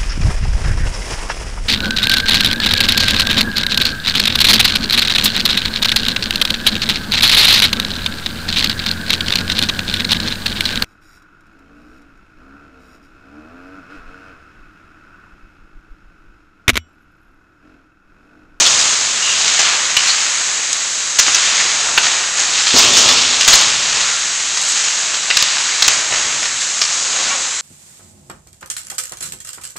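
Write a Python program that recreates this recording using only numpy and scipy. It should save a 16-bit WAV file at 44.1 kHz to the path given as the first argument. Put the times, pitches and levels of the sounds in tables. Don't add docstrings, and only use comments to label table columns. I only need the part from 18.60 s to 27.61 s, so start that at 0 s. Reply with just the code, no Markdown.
import sys
import numpy as np
from scipy import signal
from scipy.io import wavfile
from scipy.ndimage import uniform_filter1d

SR = 44100
rng = np.random.default_rng(int(sys.argv[2]) if len(sys.argv) > 2 else 0)


def wav_out(sig):
    wavfile.write(sys.argv[1], SR, np.round(np.clip(np.atleast_2d(sig).T, -1, 1) * 32767).astype(np.int16))


N = 397341

# t/s, carving level/dB, spray over carving/dB, grind over carving/dB
STRIDES = [(0.0, -14.5, 1, -10), (.25, -21, 5, -5.5), (.55, -23, 2, -5.5), (.9, -18, 0.5, -6),
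           (1.08, -18.5, 0, -3), (1.2, -22, 0, -3.5), (1.36, -23.5, -0.5, -2.5), (1.45, -21.5, 3, -2),
           (1.7, -24, 3.5, -1.5), (2.2, -27.5, 3, -3), (2.57, -28, 4.5, -3), (2.66, -21, 1.5, -6.5),
           (2.98, -18, 0, -3.5), (3.36, -24.5, 2.5, -4), (3.45, -21, 4, -3), (3.72, -26.5, 1.5, -1),
           (3.81, -21.5, 5.5, -1.5), (3.89, -21.5, -0.5, -7.5), (3.99, -18, 0.5, -5),
           (4.12, -20.5, 1.5, -5.5), (4.19, -9.5, 0, -11), (4.31, -15, -1.5, -11), (4.39, -13, 1.5, -10.5),
           (4.5, -13, -3.5, -14), (4.64, -16, -3, -12.5), (4.872, -19.5, 1, -6), (4.89, -13, 3.5, -7.5),
           (5.17, -20, -3, -8), (5.42, -19.5, 0.5, -4.5), (5.6, -24.5, 2.5, -3), (5.95, -25.5, 1, -5.5),
           (6.2, -21.5, 3, -5), (6.68, -25.5, -2, -4), (6.77, -19.5, -4, -8), (7.2, -23, 1, -2),
           (7.3, -20, 3.5, -4), (7.5, -28.5, 2.5, 1), (7.54, -21.5, 1.5, -3), (7.97, -28.5, 1, -3.5),
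           (8.1, -28, 4.5, -3), (8.4, -28, 7, -5.5), (8.65, -23, 2.5, -2.5), (9.01, -32, 3, -3)]
# t/s, level/dB
RUMBLE_LEVELS = [(0.0, -25.5), (.5, -34.5), (.9, -32.5), (1.2, -35.5), (2.2, -37.5), (2.56, -38.5),
                 (2.7, -34), (3.0, -34), (3.46, -29), (3.7, -36), (3.81, -30.5), (4.12, -37), (4.16, -19.5),
                 (4.3, -26.5), (4.49, -22), (4.64, -30.5), (4.85, -32), (4.9, -23.5), (5.17, -33),
                 (5.4, -32.5), (5.6, -39), (6.65, -35.5), (6.8, -37), (7.2, -36), (7.3, -29.5), (7.49, -34),
                 (7.53, -29.5), (7.95, -38.5), (8.2, -38), (8.55, -33.5), (8.75, -31.5), (9.01, -42.5)]
# f/Hz, relative level/dB
CARVE_SPECTRUM = [(800, -30), (1800, -13.5), (2700, -1), (3600, -2.5), (4800, -2), (5800, -3), (8000, -33),
                  (12000, -77)]
SPRAY_SPECTRUM = [(2500, -24), (4500, -2), (5500, -2.5), (6700, 6), (7500, -0.5), (8500, -8.5),
                  (10000, -29), (12000, -52)]
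GRIND_SPECTRUM = [(300, -44), (800, -12.5), (1200, -4), (1800, 0), (2500, -2), (3200, -8.5), (6000, -45)]
RUMBLE_SPECTRUM = [(20, -9), (60, -15.5), (150, -9), (300, -7.5), (600, -0.5), (900, 1), (1300, 1.5),
                   (3000, -57)]
# t/s, length/s, first f/Hz, last f/Hz, resonance width/Hz, level/dB
EDGE_SQUEALS = [(0.041, 0.048, 3800, 3600, 1800, -13), (0.599, 0.17, 2920, 2720, 300, -20.5),
                (.74, .45, 4250, 4260, 250, -28), (1.044, 0.12, 2580, 2550, 500, -27),
                (1.464, 0.063, 4320, 4230, 380, -17.5), (2.741, 0.021, 6000, 6150, 1190, -10),
                (4.152, 0.063, 4570, 5600, 1500, -10.5), (4.295, 0.087, 3480, 3520, 299, -18),
                (4.36, 0.045, 5570, 6040, 1500, -11), (5.348, 0.34, 1394, 1390, 121, -33)]
# t/s, near-peak level/dB, wood f/Hz, contact/s, tilt/(dB/octave), room send/dB
STICK_BLOWS = [(.0044, -2.5, 6330, .007, 3, -7), (0.0636, -4.5, 3770, 0.0062, 2, -5),
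               (.189, -8.5, 6410, .0045, 1, 2), (.879, -7.5, 6060, .0026, -2, -9),
               (.991, -5, 6600, 0.0054, -4, 0), (1.0491, -8, 2900, 0.0051, -3.5, -3.5),
               (1.3666, 1, 2660, 0.0068, 1.5, -6.5), (1.471, -9, 4270, 0.0031, 1, -7),
               (1.491, -7.5, 4640, .0093, -1.5, -5), (2.1292, -4.5, 6300, 0.0018, 8, -12),
               (2.587, 3, 6760, 0.014, -0.5, -8.5), (2.664, -8, 4100, .002, -5, -7),
               (2.68, -5, 1990, 0.0018, -7.5, -9), (2.7439, -6, 6350, 0.0054, -1, -1),
               (2.784, -10, 6600, 0.0056, -3, -5), (2.9994, -9, 2090, 0.0054, 2, -9),
               (3.287, -13, 1490, .0018, -6, -6), (3.376, 2.5, 2630, 0.0078, -5.5, -13),
               (3.432, -8.5, 4000, 0.0066, -2, -1.5), (3.4667, -8, 1820, .002, -4, -8),
               (3.799, -13, 6280, .0054, 6, -5), (4.068, -3, 3950, 0.0031, -2, -2.5),
               (4.1065, -7, 4000, 0.0042, -1.5, -1), (4.3649, -3, 5470, 0.006, 0, -2),
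               (4.4882, 0.5, 3680, 0.0054, 1, -5), (4.6133, -11, 4160, 0.0017, -1.5, 3),
               (4.8095, -1.5, 3160, 0.003, 2, -4), (4.849, -6, 3380, 0.0027, 6, -9),
               (4.8779, 3.5, 7200, 0.0093, -1.5, -7), (4.9299, 4, 4200, 0.012, -1.8, -11.5),
               (4.9533, 0.5, 6500, .004, 9, -10), (5.0106, -6, 6730, .003, 5, -13),
               (5.035, -17, 6670, .0023, 1, -9), (5.971, -8.5, 995, .0033, 3.5, -6),
               (6.0134, -13, 7500, .003, 6, 1), (6.084, -10, 7440, .0045, 13, -1),
               (6.543, -10, 3630, .003, -1, -11), (6.7022, -4.5, 2800, 0.0035, -3, -12),
               (6.709, -0.5, 2500, 0.0038, -3, -11), (6.769, 2, 4660, .006, .4, -13),
               (6.7887, -7, 6900, .002, 0, -4), (6.804, -6.5, 4620, .0015, -2.5, -1),
               (6.8247, 1, 4580, 0.0014, -1, -16), (6.969, -10, 1490, .002, -5.5, -9),
               (7.222, 1.8, 4400, 0.007, -1, -18), (7.2428, -4.5, 4320, .004, 2.5, -4),
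               (7.2794, 4, 6700, 0.0055, -0.5, -12), (7.5234, -11, 2000, 0.0032, -7, -5),
               (7.5746, -22, 6900, .0019, 2, -8), (7.828, -9.5, 1600, 0.0036, 2.5, -4),
               (7.855, -9.5, 1720, 0.002, 0, -6), (8.006, -14, 7200, 0.0044, 2.5, 3),
               (8.2152, -2, 5370, 0.0049, -1.6, -4.5)]
# f/Hz, relative level/dB
CRACK_SPECTRUM = [(100, -31.5), (500, -13.5), (1200, 1), (2500, 4), (5000, 4), (7000, 1), (8500, -9),
                  (12000, -31.5)]
# t/s, peak level/dB, panel f/Hz, t60 of the shove/s
BOARD_HITS = [(.01, -18.5, 258, .08), (3.051, -29, 342, .08), (4.141, -8, 252, 0.072),
              (4.16, -13.5, 428, 0.24), (4.879, -28, 317, 0.049), (4.935, -20.5, 122, .1),
              (7.518, -24.5, 128, 0.12), (8.215, -22, 485, .04)]
# ratio to the panel pitch, gain/dB
BOARD_MODES = [(.55, -10), (1, 2.5), (1.35, -2), (1.8, -20), (2.3, -15), (2.9, -20), (4.3, -11)]
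# t/s, level/dB, hardness/(dB/octave)
GOAL_KNOCKS = [(8.535, -37, 1.5), (8.705, -32, 5.5)]
# f/Hz, relative level/dB, t60/s
GOAL_MODES = [(532, 3.5, 1.15), (770, 3, .7), (1020, -7, .6), (1116, 4, .5), (1400, -2, 0.45),
              (1470, -2, .4), (1870, -2, .3), (2320, 6, .12), (2770, 3, .12), (3336, 1, .1)]
# delay/s, gain/dB
REFLECTIONS = [(.005, -4), (0.011, -1), (0.021, -2), (.036, -2.5), (0.061, -12)]
# f/Hz, t60/s
HALL_DECAY = [(100, 3.6), (500, 1.62), (2000, 1.46), (5000, 0.95), (9000, 0.94)]
# f/Hz, rms level/dB
LAMP_SPECTRUM = [(2400, -52), (3800, -48), (5000, -42), (6200, -37), (7000, -40.5), (8000, -42),
                 (9000, -53.5), (10900, -62)]
CLEAR_HARMONICS = {32: -40.1, 34: -40.1, 49: -40, 50: -40.2, 54: -34.2, 55: -30.7, 56: -34.9, 57: -42, 58:
                   -42, 59: -37.7, 60: -34.5, 61: -32.5, 62: -36.8, 63: -39.2, 64: -38, 65: -38.1, 66:
                   -39.3, 67: -44.2, 69: -45.3, 73: -47.1}
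# f/Hz, relative level/dB
HISS_SPECTRUM = [(12, -52), (20, -19), (69, -35), (177, -13.5), (287, -20.5), (679, -30), (1450, 1),
                 (3190, -4.5), (4110, 3.5), (5300, -17), (6660, -14), (7560, 5), (8580, -22), (11200, -19),
                 (18900, -120)]


def skates():
    ring_hz, ring_width_hz, ring_height, drift_hz = 3680, 490, .45, 150
    times, carve_db, spray_db, grind_db = np.transpose(STRIDES)
    t = np.arange(N) / SR
    stride = lambda over_db: amp(np.interp(t, times, carve_db + over_db))
    ring_path_hz = ring_hz + drift_hz * wander(400, points=4)

    def blade_ring(hz, s):
        centre_hz = np.interp(s, np.linspace(0, N / SR, 400), ring_path_hz)
        return 1 + ring_height / (1 + ((hz - centre_hz) / ring_width_hz) ** 2)

    edge = ice_chips(per_s=9000, spread_db=.72, judder_db=.64)
    snow = ice_chips(per_s=12000, spread_db=1.07, judder_db=.45)
    carve = filtered(edge, lambda hz, s: amp(at_hz(CARVE_SPECTRUM, hz)) * blade_ring(hz, s), size=512)
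    spray = coloured(snow, SPRAY_SPECTRUM, size=512) * stride(spray_db)
    grind = coloured(snow, GRIND_SPECTRUM, size=512) * stride(grind_db)
    rumble = coloured(edge, RUMBLE_SPECTRUM, size=2048) * amp(np.interp(t, *np.transpose(RUMBLE_LEVELS)))
    return unit_rms(carve) * stride(0) + spray + grind + rumble


def ice_chips(per_s, spread_db, judder_db):
    size = amp(spread_db * np.minimum(rng.exponential(1, N), 5))
    breaks = rng.random(N) < per_s / SR
    ticks = size * breaks * rng.standard_normal(N)
    return unit_rms(ticks * amp(judder_db * wander(N, points=220)))


def edge_squeals():
    out, noise = np.zeros(N), rng.standard_normal((len(EDGE_SQUEALS), SR // 2))
    for (s, length, first_hz, last_hz, width_hz, db), rub in zip(EDGE_SQUEALS, noise):
        hz = np.linspace(first_hz, last_hz, round(length * SR))
        tone = resonate(resonate(rub[:len(hz)], hz, width_hz), hz, width_hz)
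        add(out, s, amp(db) * unit_rms(tone) * np.hanning(len(hz)) ** .5)
    return out


def stick_clacks():
    wood_db, overtone_db, overtone_ratio, width_octaves = 8, 3.1, 1.52, .23
    attack_s, release_t60 = .00018, .016
    direct, to_walls, to_hall = np.zeros((3, N))
    t, hz = np.arange(3000) / SR, np.fft.rfftfreq(2048, 1 / SR)
    bump = lambda centre_hz: 1 / (1 + (np.log2((hz + 1) / centre_hz) / width_octaves) ** 2)
    noise = rng.standard_normal((len(STICK_BLOWS), len(t)))
    for (s, db, wood_hz, contact_s, tilt_db, room_db), rattle in zip(STICK_BLOWS, noise):
        ring_db = wood_db * bump(wood_hz) + overtone_db * bump(overtone_ratio * wood_hz)
        crack_db = at_hz(CRACK_SPECTRUM, hz) + tilt_db * np.log2((hz + 300) / 3500)
        response = minimum_phase(crack_db + ring_db)
        envelope = (1 - np.exp(-t / attack_s)) * amp(-60 * np.maximum(t - contact_s, 0) / release_t60)
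        clack = signal.fftconvolve(rattle * envelope, response)[:len(t)]
        clack *= amp(db) / np.sort(abs(clack))[-12]
        add(direct, s, clack)
        add(to_walls, s, amp(room_db) * clack)
        add(to_hall, s, amp(room_db) * np.linalg.norm(clack) * response / np.linalg.norm(response))
    return direct + early_reflections(to_walls), to_hall


def board_thuds():
    out, t = np.zeros(N), np.arange(SR // 4) / SR
    knock = 2.35 * t / .0013 * np.exp(-t / .00068)
    noise = rng.standard_normal((len(BOARD_HITS), len(t)))
    for (s, db, hz, t60), shove in zip(BOARD_HITS, noise):
        force = knock + shove * amp(-60 * t / t60)
        panel = sum(amp(mode_db) * resonate(force, np.full(len(t), hz * ratio), width_hz=35 * ratio)
                    for ratio, mode_db in BOARD_MODES)
        add(out, s, amp(db) * panel / abs(panel).max())
    return out


def goal_pings():
    out, t = np.zeros(N), np.arange(SR) / SR
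    attack = 1 - np.exp(-t / .0033)
    for s, db, hardness in GOAL_KNOCKS:
        for hz, mode_db, t60 in GOAL_MODES:
            ring_db = db + mode_db + hardness * np.log2(hz / 1000) - 60 * t / t60
            flutter = 1 + .5 * wander(SR, points=1200)
            add(out, s, amp(ring_db) * attack * np.sin(2 * np.pi * hz * t) * flutter)
    return out


def early_reflections(x):
    out = np.zeros(N)
    for delay_s, db in REFLECTIONS:
        add(out, delay_s, amp(db) * x)
    return out


def hall_tail(x):
    gap_s, build_s, t = .02, .078, np.arange(2 * SR) / SR
    taps = rng.standard_normal(len(t)) * np.clip((t - gap_s) / build_s, 0, 1)
    tail = filtered(taps, lambda hz, s: amp(-60 * s / at_hz(HALL_DECAY, hz)), size=512)
    return signal.fftconvolve(x, tail / np.linalg.norm(tail))[:N]


def lamp_buzz():
    buzz_hz, scatter_db, waver_db = 119.962, 3, 1.24
    out, t, knots = np.zeros(N), np.arange(N) / SR, np.linspace(0, N / SR, 200)
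    for harmonic in range(20, 92):
        hz = harmonic * buzz_hz
        ordinary_db = at_hz(LAMP_SPECTRUM, hz) - scatter_db * rng.exponential()
        db = CLEAR_HARMONICS.get(harmonic, ordinary_db) + waver_db * wander(200, points=4)
        out += np.sqrt(2) * np.interp(t, knots, amp(db)) * np.sin(2 * np.pi * (hz * t + rng.random()))
    return out


def hiss(level_db=-29):
    return amp(level_db) * coloured(rng.standard_normal(N), HISS_SPECTRUM, size=2048)


def amp(db):
    return 10 ** (np.asarray(db) / 20)


def unit_rms(x):
    return x / np.sqrt(np.mean(x ** 2) + 1e-20)


def at_hz(curve, hz):
    f, value = np.transpose(curve)
    return np.interp(np.log(hz + 1), np.log(f + 1), value)


def add(mix, s, sound):
    part = mix[round(s * SR):][:len(sound)]
    part += sound[:len(part)]


def wander(count, points):
    return unit_rms(uniform_filter1d(uniform_filter1d(rng.standard_normal(count), points), points))


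def filtered(x, gain, size):
    frames = dict(fs=SR, nperseg=size, noverlap=size * 3 // 4)
    hz, t, spectra = signal.stft(x, **frames)
    return signal.istft(spectra * gain(hz[:, None], t), **frames)[1][:len(x)]


def coloured(x, spectrum, size):
    return unit_rms(filtered(x, lambda hz, s: amp(at_hz(spectrum, hz)), size))


def minimum_phase(gain_db):
    log_gain = np.log(amp(np.concatenate([gain_db, gain_db[-2:0:-1]])))
    return np.fft.ifft(np.exp(np.conj(signal.hilbert(log_gain)))).real[:len(gain_db) // 2]


def resonate(x, hz, width_hz):
    turn = np.exp(2j * np.pi * np.cumsum(hz) / SR)
    pole = np.exp(-np.pi * width_hz / SR)
    return 2 * (turn * signal.lfilter([1 - pole], [1, -pole], x / turn)).real


def scene():
    clacks, clacks_to_hall = stick_clacks()
    thuds = board_thuds()
    blows = clacks + thuds + goal_pings() + hall_tail(amp(2) * clacks_to_hall + amp(-5) * thuds)
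    mono = skates() + edge_squeals() + blows + lamp_buzz() + hiss()
    return np.array([mono, mono])


def record(dry):
    mic_top_hz, band_limit_hz, knee = 11500, 15800, 9
    taps = lambda hz: signal.firwin(511, hz, window=("kaiser", 9), fs=SR)
    low_pass = lambda x, hz: signal.oaconvolve(x, taps(hz), "same")
    mic = low_pass(dry.mean(0), mic_top_hz)
    clipped = mic / (1 + abs(mic) ** knee) ** (1 / knee)
    thump = .49 * uniform_filter1d(abs(mic - clipped), size=150)
    mono = low_pass(clipped - thump, band_limit_hz)
    return np.array([mono, mono])


dry = scene()
out = record(dry)
wav_out(out)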